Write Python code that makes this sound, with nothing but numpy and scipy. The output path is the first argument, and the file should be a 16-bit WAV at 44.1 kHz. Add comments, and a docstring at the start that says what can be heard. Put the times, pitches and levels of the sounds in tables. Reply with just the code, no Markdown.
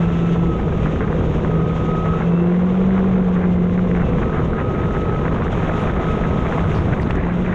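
"""A supercharged personal watercraft runs fast along a narrow river, heard from its handlebar.
From the start the exhaust drones, choked at times by water, and the supercharger whines in step with
the engine; wind rumbles and snaps on the microphone, the wake hisses and short, dull knocks come and go.
From about 2 to 4 s the engine speeds up and the drone opens out, then it drops back to a sputter.
Near 7 s spray hits the housing, air gurgles through water on the microphone and the engine rises again."""
import sys
import numpy as np
from scipy import signal
from scipy.fft import rfft, irfft
from scipy.io import wavfile
from scipy.ndimage import uniform_filter1d, minimum_filter1d

SR = 44100
rng = np.random.default_rng(int(sys.argv[2]) if len(sys.argv) > 2 else 0)


def log_audio(samples):
    """Write samples as a 16-bit WAV file to the path given in sys.argv[1]."""
    # one column per channel
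    frames = np.atleast_2d(samples).T
    # limit to full scale, then quantise
    limited = np.clip(frames, -1, 1)
    pcm = np.round(limited * 32767).astype(np.int16)
    wavfile.write(sys.argv[1], SR, pcm)


N = 332514


def exhaust(speed, firings, low_db=-23, open_db=-16.5, opens_at_hz=165.5, opens_over_hz=1.98):
    """Periodic firing drives the pipe: an almost pure tone, steady at speed, weak and sputtering below."""
    # gain as the outlet rides higher or lower in the water: (time [s], gain [dB])
    outlet = [(0, -1), (3.1, 0.7), (3.9, -2), (4.08, -5.5), (7.54, -3.5)]
    # water chokes the outlet: (time [s], gain [dB], half-width [s])
    chokes = [(.61, -7, 0.097), (1.04, -19, 0.066), (2.195, -10.5, 0.047), (3.42, -7.5, 0.024),
              (4.08, -14, 0.022), (4.22, -12, 0.055), (4.68, -13, 0.17), (5.96, -12, 0.051),
              (7.1, -14, 0.16)]
    # barks an octave above the drone: (time [s], level [dB], half-width [s])
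    barks = [(.49, -27, 0.061), (2.415, -23.5, 0.025), (2.49, -27, 0.058), (2.9, -43, 0.12)]
    opened = .5 + .5 * np.tanh((speed - opens_at_hz) / opens_over_hz)
    sputter_db = low_db - 1.15 * drift(4.2)
    level_db = opened * open_db + (1 - opened) * sputter_db
    level = from_db(level_db + in_time(outlet)[0] + humps(chokes))
    drone = level * tone(firings, rough=0.025, rate=21)
    octave = (level * from_db(-18.5) + bursts(barks)) * tone(2 * firings, rough=0.14, rate=30)
    return drone + octave


def supercharger(speed, firings, order=7.75):
    """Forced vibration: the geared drive whines at a multiple of the firing rate, loudest at resonance."""
    # resonance of the housing: (centre [Hz], bandwidth [Hz], peak level [dB])
    housing_mode = (1275, 65, -37.7)
    # the whine swells or fades briefly: (time [s], gain [dB], half-width [s])
    swells = [(.03, 5, .1), (.26, 7, .09), (.52, 5, .06), (1.38, -8, .06), (1.65, 3.5, .2), (1.92, 7, .06),
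              (2.04, 7, .09), (2.15, 6, .045), (4.16, -4, .08), (4.36, 2.5, .06), (4.48, -12, .03),
              (4.68, 4, .15), (5.1, 4.5, .15), (5.42, -9, .09), (5.8, 3.5, .15), (6.11, 7, .045),
              (6.3, 3, .08), (6.7, 2.5, .2), (7.22, -11, .13)]
    # overtones: (multiple of the whine, resonance [Hz], bandwidth [Hz], peak level [dB])
    partials = [(1.5, 2070, 54, -50), (2, 2660, 90, -48)]
    hz, turns = order * speed, order * firings
    swell_db = humps(swells)
    whine = resonance_gain(hz, housing_mode) * tone(turns, rough=0.08, rate=20)
    overtones = sum(resonance_gain(multiple * hz, mode) * tone(multiple * turns, rough=0.97, rate=75)
                    for multiple, *mode in partials)
    return from_db(swell_db) * whine + from_db(.6 * swell_db) * overtones


def engine_body(firings, body_db, throb=0.33):
    """Noisy firing puffs excite the hull's modes; four unequal cylinders add quarter-order lines."""
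    # hull resonances: (frequency [Hz], bandwidth [Hz], relative level [dB])
    modes = [(215, 31, 0), (383, 54, 4.5), (434.5, 69, 6), (479, 25, 1.5), (738, 140, -7.5),
             (987, 200, -14)]
    # weaker engine lines: (frequency [quarters of the firing rate], relative level [dB])
    orders = [(3, -30.5), (5, -29), (6, -41), (9, -41.5), (10, -37.5), (11, -39), (12, -41), (15, -44),
              (16, -55.5), (24, -43.5), (28, -62.5), (38, -58.5)]
    puffs = rng.standard_normal(N) * (1 + throb * np.cos(2 * np.pi * firings))
    hull = sum(from_db(db) * resonate(resonate(puffs, hz, width), hz, 2 * width)
               for hz, width, db in modes)
    lines = sum(from_db(db) * tone(quarters * firings / 4, rough=.6, rate=7) for quarters, db in orders)
    lines_db = -6 + 0.16 * (body_db - body_db.max())
    return from_db(body_db - 5.5) * rms_one(hull) + from_db(lines_db) * lines


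def wind(rumble_db):
    """Turbulent pressure: eddies on the microphone port make a lumpy rumble."""
    # rumble spectrum: (frequency [Hz], relative density [dB])
    spectrum = [(15, -7.5), (30, -4.5), (55, -0.5), (90, -1), (130, -2.5), (200, -3), (280, -10),
                (450, -11.5), (800, -37.5)]
    return from_db(rumble_db + 3.5) * colour(uneven_noise(spread_db=0.14, rate=15), spectrum)


def rush(rush_db, flutter_growth=0.94):
    """Turbulent flow: air and water rush past, tearing into more flutter the faster the air moves."""
    # spectrum of the steady flow: (frequency [Hz], relative density [dB])
    flow_spectrum = [(250, -6.5), (450, 5.5), (650, 6), (900, 1), (1150, 1), (1500, -6), (2100, -12),
                     (2800, -21.5), (3600, -22.5), (3950, -26), (4400, -39)]
    # spectrum of the fluttering rasp: (frequency [Hz], relative density [dB])
    rasp_spectrum = [(350, -9.5), (650, 1.5), (1000, -1), (1350, 0), (1700, -8.5), (2070, -6.5),
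                     (2450, -12), (3100, -26), (4500, -43.5)]
    eddies = np.minimum(drift(100), 1.5)
    steady = colour(rng.standard_normal(N) * from_db(2.05 * eddies), flow_spectrum)
    rasp = colour(uneven_noise(spread_db=3.5, rate=300), rasp_spectrum)
    flutter = rms_one(from_db(5 * eddies))
    flutter_db = rush_db.max() - 8 + flutter_growth * (rush_db - rush_db.max())
    return from_db(rush_db - 0.5) * steady + from_db(flutter_db) * flutter * rasp


def gusts():
    """Each gust tears at the microphone port with a short rasp; being incoherent, gusts add in power."""
    # strongest gusts: (time [s], level [dB], half-width [s])
    blasts = [(0.018, -40, .009), (0.593, -35, .01), (.868, -36, 0.013), (1.029, -30.5, .013),
              (1.12, -35.5, 0.015), (2.064, -33, 0.011), (2.205, -31.5, 0.025), (2.987, -29, 0.016),
              (3.368, -30.5, 0.012), (3.43, -31.5, 0.023), (3.971, -33, 0.016), (4.016, -32, .022),
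              (4.226, -33, 0.012), (4.364, -32.5, 0.033), (4.598, -31.5, 0.028), (4.824, -35, 0.035),
              (4.954, -29, 0.013), (5.261, -28, 0.0081), (5.422, -32, 0.0092), (5.67, -31.5, .028),
              (5.885, -34, 0.013), (6.247, -30, 0.017), (6.475, -33, .011), (6.532, -31.5, 0.013),
              (6.598, -37, 0.02), (6.72, -36, .01), (6.932, -26, .009)]
    # gust spectrum: (frequency [Hz], relative density [dB])
    spectrum = [(400, -9.5), (650, 2.5), (950, 2), (1400, 2), (1900, -1.5), (2300, -7), (3000, -19),
                (4500, -44.5)]
    t, power = np.arange(N) / SR, np.zeros(N)
    for s, db, length in blasts:
        near = slice(max(round((s - 2 * length) * SR), 0), round((s + 2 * length) * SR))
        power[near] += from_db(db) ** 2 * 2 ** -(((t[near] - s) / length) ** 4)
    return np.sqrt(power) * colour(uneven_noise(spread_db=3.5, rate=220), spectrum)


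def snaps(rush_db, faint_per_s=38, lowest_hz=1100, span_octaves=.85, half_width_cycles=.8):
    """Pressure transients: eddies burst on the microphone port in dry snaps a cycle or two long."""
    # sharp snaps: (time [s], relative peak level [dB], pitch [Hz])
    sharp = [(.03, -22, 1600), (.293, -22, 1450), (.366, -28, 1150), (.435, -21, 950), (0.536, -30, 1400),
             (0.724, -22, 1350), (0.861, -15, 1300), (.87, -23, 1600), (0.961, -21, 1450),
             (1.008, -16.5, 1550), (1.015, -21, 1700), (1.027, -22, 1500), (1.051, -24, 1100),
             (1.129, -17.5, 1340), (1.449, -18, 1450), (1.508, -27, 1400), (2.134, -21, 1150),
             (2.222, -22, 1600), (2.377, -21, 1100), (2.501, -26, 1450), (2.744, -23, 1100),
             (2.908, -22.5, 1750), (2.965, -24, 1100), (3.248, -28, 1450), (3.316, -25, 1350),
             (3.778, -21, 1750), (3.793, -18, 1340), (3.915, -19.5, 1750), (3.951, -19.5, 1780),
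             (3.998, -25, 1700), (4.02, -19, 1450), (4.184, -25, 1600), (4.233, -19, 1750),
             (4.297, -19, 1200), (4.33, -22, 1350), (4.394, -22, 1450), (4.601, -22, 1750),
             (4.749, -22, 1750), (4.968, -18, 1450), (5.255, -18, 1750), (5.266, -22, 1350),
             (5.282, -16, 1600), (5.362, -17, 1200), (5.422, -17, 1450), (5.468, -19, 1450),
             (5.481, -19, 1750), (5.696, -17, 1350), (5.743, -20, 1350), (5.876, -17, 1600),
             (5.9, -15, 1350), (5.938, -21, 1600), (6.044, -17, 1410), (6.239, -18, 1600),
             (6.468, -19, 1900), (6.525, -14.5, 1450), (6.595, -21, 1900), (6.614, -21, 1150),
             (6.718, -21, 1900), (6.726, -25, 1900), (6.929, -21, 1600), (6.937, -17, 1850)]
    # faint snaps fall at random and follow the level of the rush
    faint = [(when * N / SR, rush_db[int(when * N)] + 4.5 - 10 * weakness,
              lowest_hz * 2 ** (span_octaves * pitch))
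             for when, weakness, pitch in rng.random((round(faint_per_s * N / SR), 3))]
    out, t = np.zeros(N), np.arange(N) / SR
    for s, db, hz in sharp + faint:
        near = slice(max(round(s * SR) - SR // 200, 0), round(s * SR) + SR // 200)
        turns = hz * (t[near] - s)
        envelope = from_db(db + 1) * np.exp(-(turns / half_width_cycles) ** 2)
        out[near] += envelope * np.cos(2 * np.pi * (turns + rng.random()))
    return out


def knocks(attack_s=0.0015, decay_s=.009):
    """Exponential decay of noise bursts: short, dull knocks that die at once."""
    # knocks: (time [s], level [dB])
    onsets = [(.353, -21.5), (.44, -30), (.59, -22), (.863, -25), (1.004, -21), (1.446, -22), (2.206, -23),
              (2.859, -30), (2.962, -32), (3.189, -32), (3.284, -26), (4.181, -27), (5.25, -23.5)]
    # knock spectrum: (frequency [Hz], relative density [dB])
    spectrum = [(450, -5), (750, 7.5), (1100, 3), (1500, -12), (2200, -18.5), (3200, -31.5)]
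    t, gain = np.arange(N) / SR, np.zeros(N)
    for s, db in onsets:
        since = np.maximum(t - s, 0)
        gain += from_db(db) * np.minimum(since / attack_s, 1) * np.exp(-np.minimum(since / decay_s, 50))
    return gain * colour(rng.standard_normal(N), spectrum)


def spray(film_at_s=7.175, film_loss_db=-11, drain_s=.055):
    """Countless droplets of the wake sum incoherently to a hiss; in a surge the fine mist grows most."""
    # the wake: (time [s], relative hiss level [dB], relative mist level [dB])
    wake = [(0, -58.5, -69.5), (.6, -61, -78), (2.25, -60, -80.5), (2.44, -65, -82.5), (2.7, -63.5, -80),
            (3.3, -64, -84), (4.3, -62, -75.5), (4.9, -62.5, -72), (5.42, -62, -77), (6, -60, -69.5),
            (6.3, -59.5, -72.5), (6.75, -59.5, -69.5), (7.54, -64, -73)]
    # the wake throws up spray: (time [s], rise of the hiss [dB], half-width [s])
    surges = [(.84, 5.5, .035), (.95, 3.5, 0.027), (1.8, 2.5, 0.07), (3.34, 4.5, .025), (4.87, 1.5, .08),
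              (5.56, 3.5, 0.074), (5.7, 2, 0.09), (5.82, 7, 0.042), (6.1, 3, 0.049), (6.55, 3, 0.2),
              (6.77, 3, 0.06), (6.98, 2, 0.053), (7.4, 2, .05)]
    # droplet hiss, dulled by the housing: (frequency [Hz], relative density [dB])
    hiss_spectrum = [(1500, 13.5), (2600, 15.5), (3650, 10.5), (4200, -3.5), (4900, -8.5), (5800, -2),
                     (6600, 0), (7300, -7), (8200, -17.5), (10200, -27.5), (12000, -40)]
    # finest mist: (frequency [Hz], relative density [dB])
    mist_spectrum = [(4000, -2), (6500, -4), (8000, -2), (10200, -5.5), (11800, -14), (14000, -28)]
    # a film of water muffles the hiss, then drains
    since = np.arange(N) / SR - film_at_s
    film_db = film_loss_db * (since > 0) * np.exp(-np.abs(since) / drain_s)
    change_db = humps(surges) + film_db
    hiss_db, mist_db = in_time(wake)
    hiss = colour(uneven_noise(spread_db=1.5, rate=3000) * from_db(1.8 * drift(18)), hiss_spectrum)
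    mist = colour(uneven_noise(spread_db=3, rate=2000), mist_spectrum)
    return from_db(hiss_db + 15.5 + change_db) * hiss + from_db(mist_db - 1 + 1.6 * change_db) * mist


def drops(attack_s=0.0013, crack_db=-40):
    """Impact excitation: each drop bursts on the housing in a damped, pitched splash and a faint crack."""
    # spray landing: (time [s], level [dB], decay time [s], pitch [Hz])
    landings = [(6.748, -48, 0.041, 4500), (6.997, -21.5, 0.0032, 1500), (7.005, -60, 0.018, 8000),
                (7.015, -43, 0.00089, 8500), (7.019, -47, 0.0098, 4400), (7.029, -22, .005, 910),
                (7.03, -29, 0.0015, 2880), (7.073, -37, .002, 3000), (7.096, -55, 0.014, 5500),
                (7.106, -24.5, .004, 1400), (7.107, -21.5, 0.0031, 2520), (7.108, -47, 0.0018, 7000),
                (7.153, -47, 0.0046, 5700)]
    out, t = np.zeros(N), np.arange(SR // 4) / SR
    for s, db, decay, hz in landings:
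        burst = rng.standard_normal(len(t))
        splash = rms_one(resonate(burst, hz, width=0.77 * hz, passes=4))
        crack = from_db(crack_db) * rms_one(resonate(burst, hz=6500, width=5000, passes=2))
        envelope = np.minimum(t / attack_s, 1) * np.exp(-t / decay)
        start = round(s * SR)
        out[start:start + len(t)] += (from_db(db) * (splash + crack) * envelope)[:N - start]
    return out


def gurgle():
    """Cavity resonance: the microphone port rings as air bubbles through the water that covers it."""
    # spells of gurgling: (time [s], level [dB], half-width [s])
    spells = [(7.089, -32, 0.0044), (7.105, -30, 0.0084), (7.155, -26.5, 0.0042), (7.194, -35, 0.021),
              (7.235, -40, 0.022), (7.316, -35.5, 0.031), (7.465, -31, 0.015), (7.5, -34, 0.021),
              (7.531, -33, 0.012)]
    bubbling = uneven_noise(spread_db=4, rate=100)
    return bursts(spells) * rms_one(resonate(bubbling, hz=1630, width=1250, passes=4))


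def bubbles(rise_octaves_per_s=80):
    """Bubble resonance: air pockets pop out of the water on the port, each a short, rising bloop."""
    # air pockets: (time [s], level [dB], mid pitch [Hz], half-width [s])
    pockets = [(7.075, -13.5, 224, 0.0043), (7.103, -26.5, 705, 0.00655), (7.174, -18.5, 325, 0.0054),
               (7.18, -29, 680, .005)]
    out, t = np.zeros(N), np.arange(N) / SR
    for s, db, hz, length in pockets:
        near = np.abs(t - s) < 3 * length
        since = t[near] - s
        turns = np.cumsum(hz * 2 ** (rise_octaves_per_s * since)) / SR + rng.random()
        envelope = from_db(db) * np.sqrt(2) * np.exp(-(since / length) ** 2)
        out[near] += envelope * np.sin(2 * np.pi * turns)
    return out


def housing(x, cut_hz=9500):
    """Low-pass filtering: the wet housing dulls what lands on it."""
    return signal.sosfilt(signal.butter(2, cut_hz, fs=SR, output="sos"), x)


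def from_db(db):
    """Amplitude ratio of a level in decibels."""
    return 10 ** (np.asarray(db) / 20)


def rms_one(x):
    """Normalisation to unit mean power."""
    return x / np.sqrt(np.mean(x ** 2) + 1e-20)


def in_time(rows):
    """Linear interpolation of each column over the times in the first."""
    s, *columns = np.transpose(rows)
    return [np.interp(np.arange(N) / SR, s, c) for c in columns]


def humps(rows):
    """Sum of Gaussian bells, one for each (time [s], height, half-width [s])."""
    t = np.arange(N) / SR
    return sum(height * np.exp(-((t - s) / length) ** 2) for s, height, length in rows)


def bursts(rows):
    """Amplitude envelope of Gaussian swells, one for each (time [s], level [dB], half-width [s])."""
    return humps([(s, from_db(db), length) for s, db, length in rows])


def drift(rate):
    """Random fluctuation of rms 1, band-limited to about `rate` Hz."""
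    hz = np.fft.rfftfreq(N, 1 / SR)
    return rms_one(irfft(rfft(rng.standard_normal(N)) / (1 + (hz / rate) ** 4), N))


def uneven_noise(spread_db, rate):
    """Amplitude modulation: white noise whose level wanders at up to about `rate` Hz."""
    return rng.standard_normal(N) * from_db(spread_db * drift(rate))


def tone(turns, rough, rate):
    """A sine of rms 1 on a running phase, randomly modulated in amplitude and phase."""
    shaken = 1 + rough * (drift(rate) + 1j * drift(rate))
    return rms_one(np.real(shaken * np.exp(2j * np.pi * (turns + rng.random()))))


def colour(x, spectrum):
    """Spectral shaping to rms 1, with a roll-off beyond the ends of the spectrum."""
    hz = np.fft.rfftfreq(N, 1 / SR) + 1e-3
    points, db = np.transpose(spectrum)
    ends = np.minimum(hz / points[0], 1) ** 2 * np.minimum(points[-1] / hz, 1) ** 4
    gain = from_db(np.interp(np.log(hz), np.log(points), db))
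    return rms_one(irfft(rfft(x) * ends * gain, N))


def resonate(x, hz, width, passes=1):
    """Two-pole resonance of peak gain 1 and bandwidth `width` Hz, applied `passes` times."""
    r = np.exp(-np.pi * width / SR)
    feedback = [1, -2 * r * np.cos(2 * np.pi * hz / SR), r * r]
    for _ in range(passes):
        x = signal.lfilter(np.array([1, 0, -1]) * (1 - r * r) / 2, feedback, x)
    return x


def resonance_gain(hz, resonance):
    """Lorentzian response: the gain of a tone at hz as it passes through a resonance."""
    centre, width, top_db = resonance
    return from_db(top_db) / (1 + (2 * (hz - centre) / width) ** 2)


def scene():
    """Superposition of engine, wind and water; one firing phase drives exhaust, supercharger and hull."""
    # engine speed: (time [s], firing rate [Hz])
    throttle = [(0, 169), (.43, 169), (.57, 162.3), (1.3, 160), (1.55, 162.5), (1.85, 162.5), (2.12, 164.7),
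                (2.22, 169.3), (2.4, 172.5), (2.85, 188.8), (3.03, 189.3), (3.3, 181), (3.66, 176.5),
                (3.82, 182), (4.15, 167), (4.5, 162), (5.1, 165.6), (5.4, 161.5), (5.82, 164.3),
                (6.35, 164.8), (7.02, 159.5), (7.3, 174.5), (7.54, 182)]
    # relative levels along the ride: (time [s], wind rumble [dB], engine body [dB], rush [dB])
    ride = [(0, -24.5, -33, -30), (.22, -25.5, -30, -35), (.45, -24, -24.5, -34.5), (1.2, -22, -22, -32.5),
            (2.15, -26, -22, -32), (2.4, -32, -22.5, -33), (3.1, -26, -23.5, -32), (3.65, -26.5, -23, -35),
            (4.15, -22.5, -22, -31.5), (4.85, -23.5, -23, -31), (5.1, -24, -22, -30),
            (5.7, -23, -29.5, -27.5), (6.2, -23.5, -24.5, -29), (6.8, -22, -33, -28),
            (7.15, -23, -39, -31.5), (7.29, -24, -30, -29.5), (7.4, -22.5, -33, -32),
            (7.54, -24, -36, -28.5)]
    speed, = in_time(throttle)
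    firings = np.cumsum(speed) / SR
    rumble_db, body_db, rush_db = in_time(ride)
    engine = exhaust(speed, firings) + supercharger(speed, firings) + engine_body(firings, body_db)
    rumble = wind(rumble_db)
    water = spray() + housing(drops() + gurgle() + bubbles())
    turbulence = rush(rush_db) + gusts() + snaps(rush_db)
    return (engine + rumble + water + turbulence + knocks())[None]


def record(dry, limit_db=-7.2, cutoff_hz=14700):
    """Peak limiting: a fast gain dip ducks the peaks, then a steep low-pass cuts the top."""
    needed = np.minimum(1, from_db(limit_db) / (np.abs(dry) + 1e-9))
    gain = uniform_filter1d(minimum_filter1d(needed, size=441), size=441)  # 10 ms windows
    fade_in = np.minimum(np.arange(N) / 130, 1)
    return signal.sosfilt(signal.cheby2(12, 70, cutoff_hz, fs=SR, output="sos"), dry * gain * fade_in)


dry = scene()
out = record(dry)
log_audio(out)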